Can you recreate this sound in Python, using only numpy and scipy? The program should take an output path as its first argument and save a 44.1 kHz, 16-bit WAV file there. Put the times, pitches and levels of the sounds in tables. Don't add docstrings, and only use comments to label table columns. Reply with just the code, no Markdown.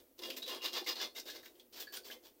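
import sys
import numpy as np
from scipy import signal
from scipy.fft import rfft, irfft
from scipy.io import wavfile
from scipy.ndimage import uniform_filter1d

SR = 44100
rng = np.random.default_rng(int(sys.argv[2]) if len(sys.argv) > 2 else 0)


def inscribe(sig):
    pcm = np.round(np.clip(np.atleast_2d(sig).T, -1, 1) * 32767)
    wavfile.write(sys.argv[1], SR, pcm.astype(np.int16))


def magnitude_from_level(level_db):
    exponent = np.asarray(level_db, float) / 20
    return 10 ** exponent


N = 105840

# start [s], swell [s], fade [s], peak level [dB], extra crispness [dB].
SHAKES = [(-.03, 0.025, 0.035, -59, 0.5), (0.179, 0.019, 0.027, -54.5, 7), (0.216, 0.02, 0.21, -48.5, 4.5),
          (0.363, 0.01, 0.071, -48, 15.5), (0.423, 0.0038, 0.031, -50.5, 6),
          (0.456, 0.044, 0.078, -44.5, 6), (0.499, 0.021, 0.12, -46.5, -13), (0.617, 0.032, 0.1, -39, 4.5),
          (0.724, 0.05, 0.077, -36, 2), (0.861, 0.033, 0.065, -35, 5.5), (.955, .012, 0.16, -44.5, 0),
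          (.995, 0.031, 0.072, -37, 1), (1.149, 0.036, 0.047, -43.5, 8.5), (1.254, 0.027, 0.062, -48, 9),
          (1.33, 0.03, 0.088, -51, 5.5), (1.425, 0.034, 0.078, -57.5, 12.5), (1.724, 0.053, 0.13, -48, 9),
          (1.798, 0.007, 0.073, -42.5, 13), (1.922, 0.022, 0.092, -46, 10), (1.949, 0.024, 0.014, -49, 10),
          (2.044, 0.026, 0.15, -51, 10), (2.106, 0.019, 0.06, -46.5, 5), (2.227, 0.03, 0.098, -59.5, 9.5)]
# frequency [Hz], level [dB].
PAPER = [(600, -11.5), (1100, -7), (1450, -13), (2500, -10), (4500, -3), (5500, -5.5), (7000, -13),
         (9000, -43.5)]
# frequency [Hz], level [dB].
CRISP = [(5000, -25.5), (7500, -15.5), (10000, -24.5), (12400, -15.5), (14300, -5), (15700, -12)]


def unit(x):
    return x / np.sqrt(np.mean(x ** 2))


def colour(x, points):
    hz, db = np.array(points, float).T
    f = np.maximum(np.arange(2049) * SR / 4096, 1)
    level_db = np.interp(np.log(f), np.log(hz), db, left=db[0] - 1.5)
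    cepstrum = irfft(level_db * np.log(10) / 20)
    cepstrum[1:2048] *= 2
    cepstrum[2049:] = 0
    impulse = irfft(np.exp(rfft(cepstrum)))
    return signal.fftconvolve(x, impulse)[:len(x)]


def ring(x, hz, width_hz):
    b, a = signal.iirpeak(hz, hz / max(width_hz, 5), fs=SR)
    return signal.lfilter(b, a, x)


def walk(rate):
    k = int(SR / rate)
    held = np.repeat(rng.standard_normal(N // k + 1), k)
    return 1.3 * uniform_filter1d(uniform_filter1d(held, k), k)[:N]


def effort(t):
    start_drop_db, slow_start_db_per_s = -5, -200
    hold_drop_db, fade_drop_db = -14, -40
    onset_s = 0.0015
    body, crisp = np.zeros(N), np.zeros(N)
    for start, swell, fade, db, crisp_db in SHAKES:
        times = [0, swell, swell + fade / 2, swell + fade, swell + 2 * fade]
        levels = [start_drop_db + slow_start_db_per_s * swell, 0, hold_drop_db, fade_drop_db, 3 * fade_drop_db]
        strength = magnitude_from_level(db + np.interp(t - start, times, levels))
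        power = strength ** 2 * np.clip((t - start) / onset_s, 0, 1) ** 2
        body = body + power
        crisp = crisp + power * magnitude_from_level(2 * crisp_db)
    return np.sqrt(body), np.sqrt(crisp)


def young(t):
    late_s = 0.028
    ages = [(t - s[0], t > s[0]) for s in SHAKES]
    return np.max([np.exp(-np.maximum(age, 0) / late_s) * begun for age, begun in ages], axis=0)


def ticks():
    ticks_per_s, scatter_db = 1600, 3.5
    chance = rng.random(N)
    size = np.minimum(rng.exponential(size=N), 4)
    hiss = rng.standard_normal(N)
    grains = (chance < ticks_per_s / SR) * magnitude_from_level(scatter_db * size) * np.sign(hiss)
    flicker_db = 1.5 * walk(150)
    clump_db = 1.8 * walk(59.9)
    return unit(grains + 0.13 * hiss) * magnitude_from_level(flicker_db + clump_db)


def creases(shared, crisp_db, fresh):
    width, shared_db, drift_db = 0.38, -3.5, 2.5
    small_per_octave = 0.37
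    large_late_db = -3
    total = 0
    for hz in 600 * 2 ** np.arange(0, 4.1, .4):
        level_db = drift_db * walk(19.97) + small_per_octave * crisp_db * np.log2(hz / 4000)
        level_db = level_db + large_late_db * fresh * max(np.log2(5000 / hz), 0)
        source = magnitude_from_level(shared_db) * shared + ticks()
        total = total + magnitude_from_level(level_db) / np.sqrt(hz) * ring(source, hz, width * hz)
    return total


def pocket(x, peaks):
    drift_db = 2
    total = 0
    for k, (hz, width_hz, db) in enumerate(peaks):
        mode = ring(x * magnitude_from_level(drift_db * walk(12.02)), hz, width_hz)
        total = total + (-1) ** k * magnitude_from_level(db) * mode * np.sqrt(60 / width_hz)
    return total


def pocket_modes(push, t):
    # centre [Hz], width [Hz], level [dB].
    full_peaks = [(1039, 26, -11.5), (1767, 39, -3.5), (2080, 21, -6.5), (2434, 46, -5), (2820, 38, 0),
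                  (3480, 80, 4.5), (3736, 260, 3), (4160, 39, -3), (4590, 78, 2), (5010, 33, 1),
                  (5100, 77, -0.5)]
    empty_peaks = [(1570, 52, -3), (2086, 41, -0.5), (2820, 94, -0.5), (3050, 39, -10), (3605, 83, 1),
                   (3820, 30, 4.5), (4520, 58, -10.5), (4700, 51.5, -13), (4980, 100, -3),
                   (5760, 38, -11.5), (6650, 130, -14.5)]
    flat_peaks = [(1615, 140, -13), (2550, 78, -5), (3080, 70, -7.5), (3490, 93, 1), (4590, 74, -11.5),
                  (5260, 140, -17), (6300, 140, -10)]
    emptied_s, flattened_s, flat_db = 1.13, 1.65, -0.5
    full = np.clip((emptied_s - t) / 0.014, 0, 1)
    modes = pocket(push * full, full_peaks)
    modes = modes + pocket(push * (1 - full) * (t < flattened_s), empty_peaks)
    return modes + magnitude_from_level(flat_db) * pocket(push * (t > flattened_s), flat_peaks)


def finger_rub(t, body):
    # time [s], level [dB].
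    grip = [(0.0, -63.5), (0.15, -77), (0.21, -53.5), (0.45, -59), (0.57, -48.5), (0.61, -62.5),
            (0.66, -54.5), (0.69, -58.5), (0.77, -51), (0.83, -56.5), (1.06, -54.5), (1.09, -59),
            (1.38, -59.5), (1.4, -64), (1.71, -71), (1.74, -64), (2.11, -58.5), (2.4, -74.5)]
    # frequency [Hz], level [dB].
    rub = [(185, -29), (240, -5), (350, 4.5), (520, 1), (750, -8), (1200, -21)]
    rub_db, follow, smooth_s = 0.5, 0.28, 0.0067
    slow = uniform_filter1d(body, int(smooth_s * SR)) + 1e-4
    pressure = magnitude_from_level(np.interp(t, *np.array(grip).T))
    moving = (slow / uniform_filter1d(slow, SR // 5)) ** follow * pressure
    skin = rng.standard_normal(N) * magnitude_from_level(2 * walk(39.35))
    return magnitude_from_level(rub_db) * moving * unit(colour(skin, rub))


def rustle(t, body, crisp):
    sheet_db, pocket_db, treble_db = -3, 0.5, -13
    x = ticks()
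    push = x * body
    level = magnitude_from_level(sheet_db) * np.std(push)
    modes = pocket_modes(push, t)
    crisp_db = 20 * np.log10((crisp + 1e-9) / (body + 1e-9))
    sheet = unit(colour(creases(x, crisp_db, young(t)) * body, PAPER)) * level
    sheet = sheet + magnitude_from_level(pocket_db) * unit(modes) * level
    fine = (x + 0.75 * rng.standard_normal(N)) * crisp
    treble = magnitude_from_level(treble_db) * unit(colour(fine, CRISP)) * np.std(x * crisp)
    return sheet + treble + finger_rub(t, body)


def snaps():
    # time [s], peak level [dB], ringing pitch [Hz], t60 [s].
    folds = [(0.191, -31, 3700, 0.027), (0.302, -21.5, 2820, 0.065), (0.366, -30.5, 2820, 0.071),
             (0.4283, -33, 3900, 0.11), (0.4789, -25.5, 3520, 0.15), (0.548, -26, 3580, 0.033),
             (0.6414, -34, 3740, 0.1), (0.657, -20.5, 3840, 0.12), (0.782, -37, 4520, 0.038),
             (0.8425, -38.5, 4360, 0.24), (0.8711, -24, 2080, 0.15), (0.8887, -23, 4640, 0.028),
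             (0.956, -31, 3800, 0.065), (1.0152, -24, 4520, 0.022), (1.2999, -27.5, 3860, 0.13),
             (1.3646, -33.5, 4590, 0.049), (1.4306, -42, 1650, 0.11), (1.4586, -32, 2120, 0.051),
             (1.5964, -39.5, 3480, 0.088), (1.7755, -39.5, 1630, 0.21), (1.8026, -29, 4940, 0.05),
             (1.933, -41, 4540, 0.058), (2.111, -32, 2930, 0.072), (0.2357, -34, 3460, .05),
             (0.375, -44, 2820, 0.075), (0.4617, -33.5, 3490, .06), (0.486, -33, 3500, 0.028),
             (0.6293, -39.5, 2820, 0.091), (0.731, -27, 3820, 0.11), (0.737, -29, 4870, 0.097),
             (0.7847, -39, 3500, 0.025), (0.918, -30, 4500, 0.053), (1.027, -32.5, 4500, 0.045),
             (1.1626, -30.5, 3640, 0.14), (1.2733, -44, 2810, 0.069), (1.7333, -40, 4650, 0.12),
             (1.9696, -30, 4590, 0.085), (2.0532, -35.5, 4540, .05), (2.124, -37, 3100, 0.043),
             (1.553, -53, 3260, 0.15), (1.1975, -25.5, 5140, 0.058), (0.762, -40, 3480, 0.019),
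             (.224, -47, 4400, 0.046), (1.815, -31.5, 3360, 0.046)]
    snap_db, crack_db, tail_db, tone_db = -8.5, -3.5, -3, -8.5
    width, lowest = .2, 0.69
    crack_s = 0.00057
    out, t = np.zeros(N + SR), np.arange(SR // 5) / SR
    for s, db, hz, t60 in folds:
        ring_noise, rough = rng.standard_normal((2, len(t)))
        fall = magnitude_from_level(-60 * t / max(t60, .005))
        tone = unit(ring(ring_noise, hz, width * hz)) * fall * magnitude_from_level(tone_db)
        crack = magnitude_from_level(crack_db) * np.sign(rough) * np.exp(-t / crack_s)
        burst = colour(crack + magnitude_from_level(tail_db) * rough * fall, PAPER + CRISP[2:])
        no_bass = signal.butter(3, lowest * hz, "highpass", fs=SR, output="sos")
        burst = signal.sosfilt(no_bass, burst)
        i = int(s * SR)
        out[i:i + len(t)] += magnitude_from_level(db + snap_db) * (tone + burst)
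    return out[:N]


def rings():
    # start [s], level [dB], pitch [Hz], t60 [s].
    panels = [(0.18, -47.5, 365, 0.19), (.275, -43, 525, .15), (0.47, -49.5, 527, 0.27),
              (0.57, -52, 450, 0.11), (0.61, -58.5, 384, 0.84), (0.72, -48, 352, 0.27),
              (.235, -48.5, 3300, 0.35), (0.34, -49, 3200, 0.058), (0.51, -39.5, 2820, 0.12),
              (.862, -41, 2080, 0.069), (1.16, -49, 2090, 0.066), (1.15, -56.5, 3680, 0.45),
              (1.29, -50.5, 1690, 0.17), (1.87, -49, 1686, 0.17), (1.97, -47, 1500, 0.064),
              (1.87, -55, 4520, 0.4), (2.115, -45, 3120, 0.075), (2.1, -44.5, 1670, 0.049),
              (0.24, -56, 390, 0.13), (.29, -51, 334, 0.2), (.425, -57, 650, 0.081), (.435, -55, 410, 0.18),
              (0.49, -58.5, 380, .12), (.56, -48.5, 393, .12), (0.81, -37.5, 370, 0.081),
              (0.61, -46, 2820, 0.25), (.73, -44.5, 3300, 0.2), (1.06, -62, 3600, 0.12),
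              (1.965, -48, 9300, .08), (2.035, -58, 4550, 0.27), (2.1, -55, 2100, 0.21),
              (2.16, -56, 510, 0.11), (1.36, -52, 440, 0.049), (0.82, -50, 820, 0.11),
              (1, -53.5, 380, 0.11), (.955, -44.5, 4300, 0.38), (1.83, -51, 3300, 0.097),
              (1, -44, 2900, 0.12), (0.42, -40, 3900, 0.36), (.49, -51.5, 1035, 0.58),
              (.52, -46, 3300, 0.29), (1, -45, 1700, .12), (0.21, -54, 1000, 0.1)]
    wander, rough_db, swell_cycles = .022, 3, 5
    out, t = np.zeros(N + SR), np.arange(SR // 4) / SR
    for s, db, hz, t60 in panels:
        noises = rng.standard_normal((2, len(t)))
        pitch, size = (unit(uniform_filter1d(n, int(4 * SR / hz))) for n in noises)
        phase = 2 * np.pi * np.cumsum(hz * (1 + wander * pitch)) / SR
        tone = magnitude_from_level(rough_db * size) * np.sin(phase)
        swell = np.minimum(t * hz / swell_cycles, 1)
        i = int(s * SR)
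        out[i:i + len(t)] += magnitude_from_level(db - 60 * t / max(t60, .01)) * swell * tone
    return out[:N]


def sag(t):
    start_s, length_s, level_db, flicker_db = .24, 0.209, -58.5, 2
    from_hz, to_hz = 325, 229.6
    u = np.clip((t - start_s) / length_s, 0, 1)
    hz = from_hz * (to_hz / from_hz) ** u * (1 + 0.026 * walk(36.7))
    swell = np.sqrt(np.sin(np.pi * u) + 1e-9) * (u > 0) * (u < 1)
    tone = np.sin(2 * np.pi * np.cumsum(hz) / SR)
    return magnitude_from_level(level_db + flicker_db * walk(29.7)) * swell * tone


def tiled_walls(near):
    room_db, t60_s = -8.5, 0.17
    u = np.arange(SR // 2) / SR
    tiles = rng.standard_normal(len(u)) * magnitude_from_level(-60 * u / t60_s) * (u > .004)
    return magnitude_from_level(room_db) * signal.fftconvolve(near, tiles / np.linalg.norm(tiles))[:N]


def kitchen(body):
    # frequency [Hz], density [dB per Hz].
    hum = [(30, -9), (110, -12), (160, -24), (250, -1.5), (520, -16), (900, -22), (1800, -24.5),
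           (9500, -26.5), (14500, -14)]
    level_db, duck_db, duck_s, knee_db = -65, -4, 0.069, -62
    busy = uniform_filter1d(body, int(duck_s * SR))
    duck = duck_db * magnitude_from_level(knee_db) / (magnitude_from_level(knee_db) + busy)
    level = magnitude_from_level(level_db + duck + 1.23 * walk(5.7))
    return level * unit(colour(rng.standard_normal(N), hum))


def scene():
    t = np.arange(N) / SR
    body, crisp = effort(t)
    near = rustle(t, body, crisp) + snaps() + rings() + sag(t)
    bass_cut = signal.butter(4, 187, "highpass", fs=SR, output="sos")
    near = signal.sosfilt(bass_cut, near)
    mid = near + tiled_walls(near) + kitchen(body)
    return np.array([mid, mid])


def treble_patches(mid):
    side_db, side_share = -3.5, .55
    side = 0
    for hz in (7500, 8500, 9500, 10500, 11500, 12500):
        band = signal.butter(4, [hz - 480, hz + 480], "bandpass", fs=SR, output="sos")
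        size = np.sqrt(uniform_filter1d(signal.sosfilt(band, mid) ** 2, 1000) + 1e-18)
        share = side_share * (1.3 - (abs(hz - 10000) / 2300) ** 2)
        patches = np.repeat(rng.random(N // 2048 + 1) < share, 2048)[:N] * 1.
        on = uniform_filter1d(patches, 300)
        grain = unit(signal.sosfilt(band, rng.standard_normal(N)))
        side = side + magnitude_from_level(side_db) * size * on * grain
    return side


def band_limit(x):
    return signal.sosfilt(signal.butter(12, 16060, fs=SR, output="sos"), x)


def record(dry):
    side = treble_patches(dry[0])
    top_cut = signal.ellip(8, .2, 60, 15760, fs=SR, output="sos")
    rumble_cut = signal.butter(2, 15, "highpass", fs=SR, output="sos")
    stereo = dry + side * np.array([[1], [-1]])
    mix = signal.sosfilt(np.vstack([top_cut, rumble_cut]), stereo)
    return band_limit(mix)


dry = scene()
out = record(dry)
inscribe(out)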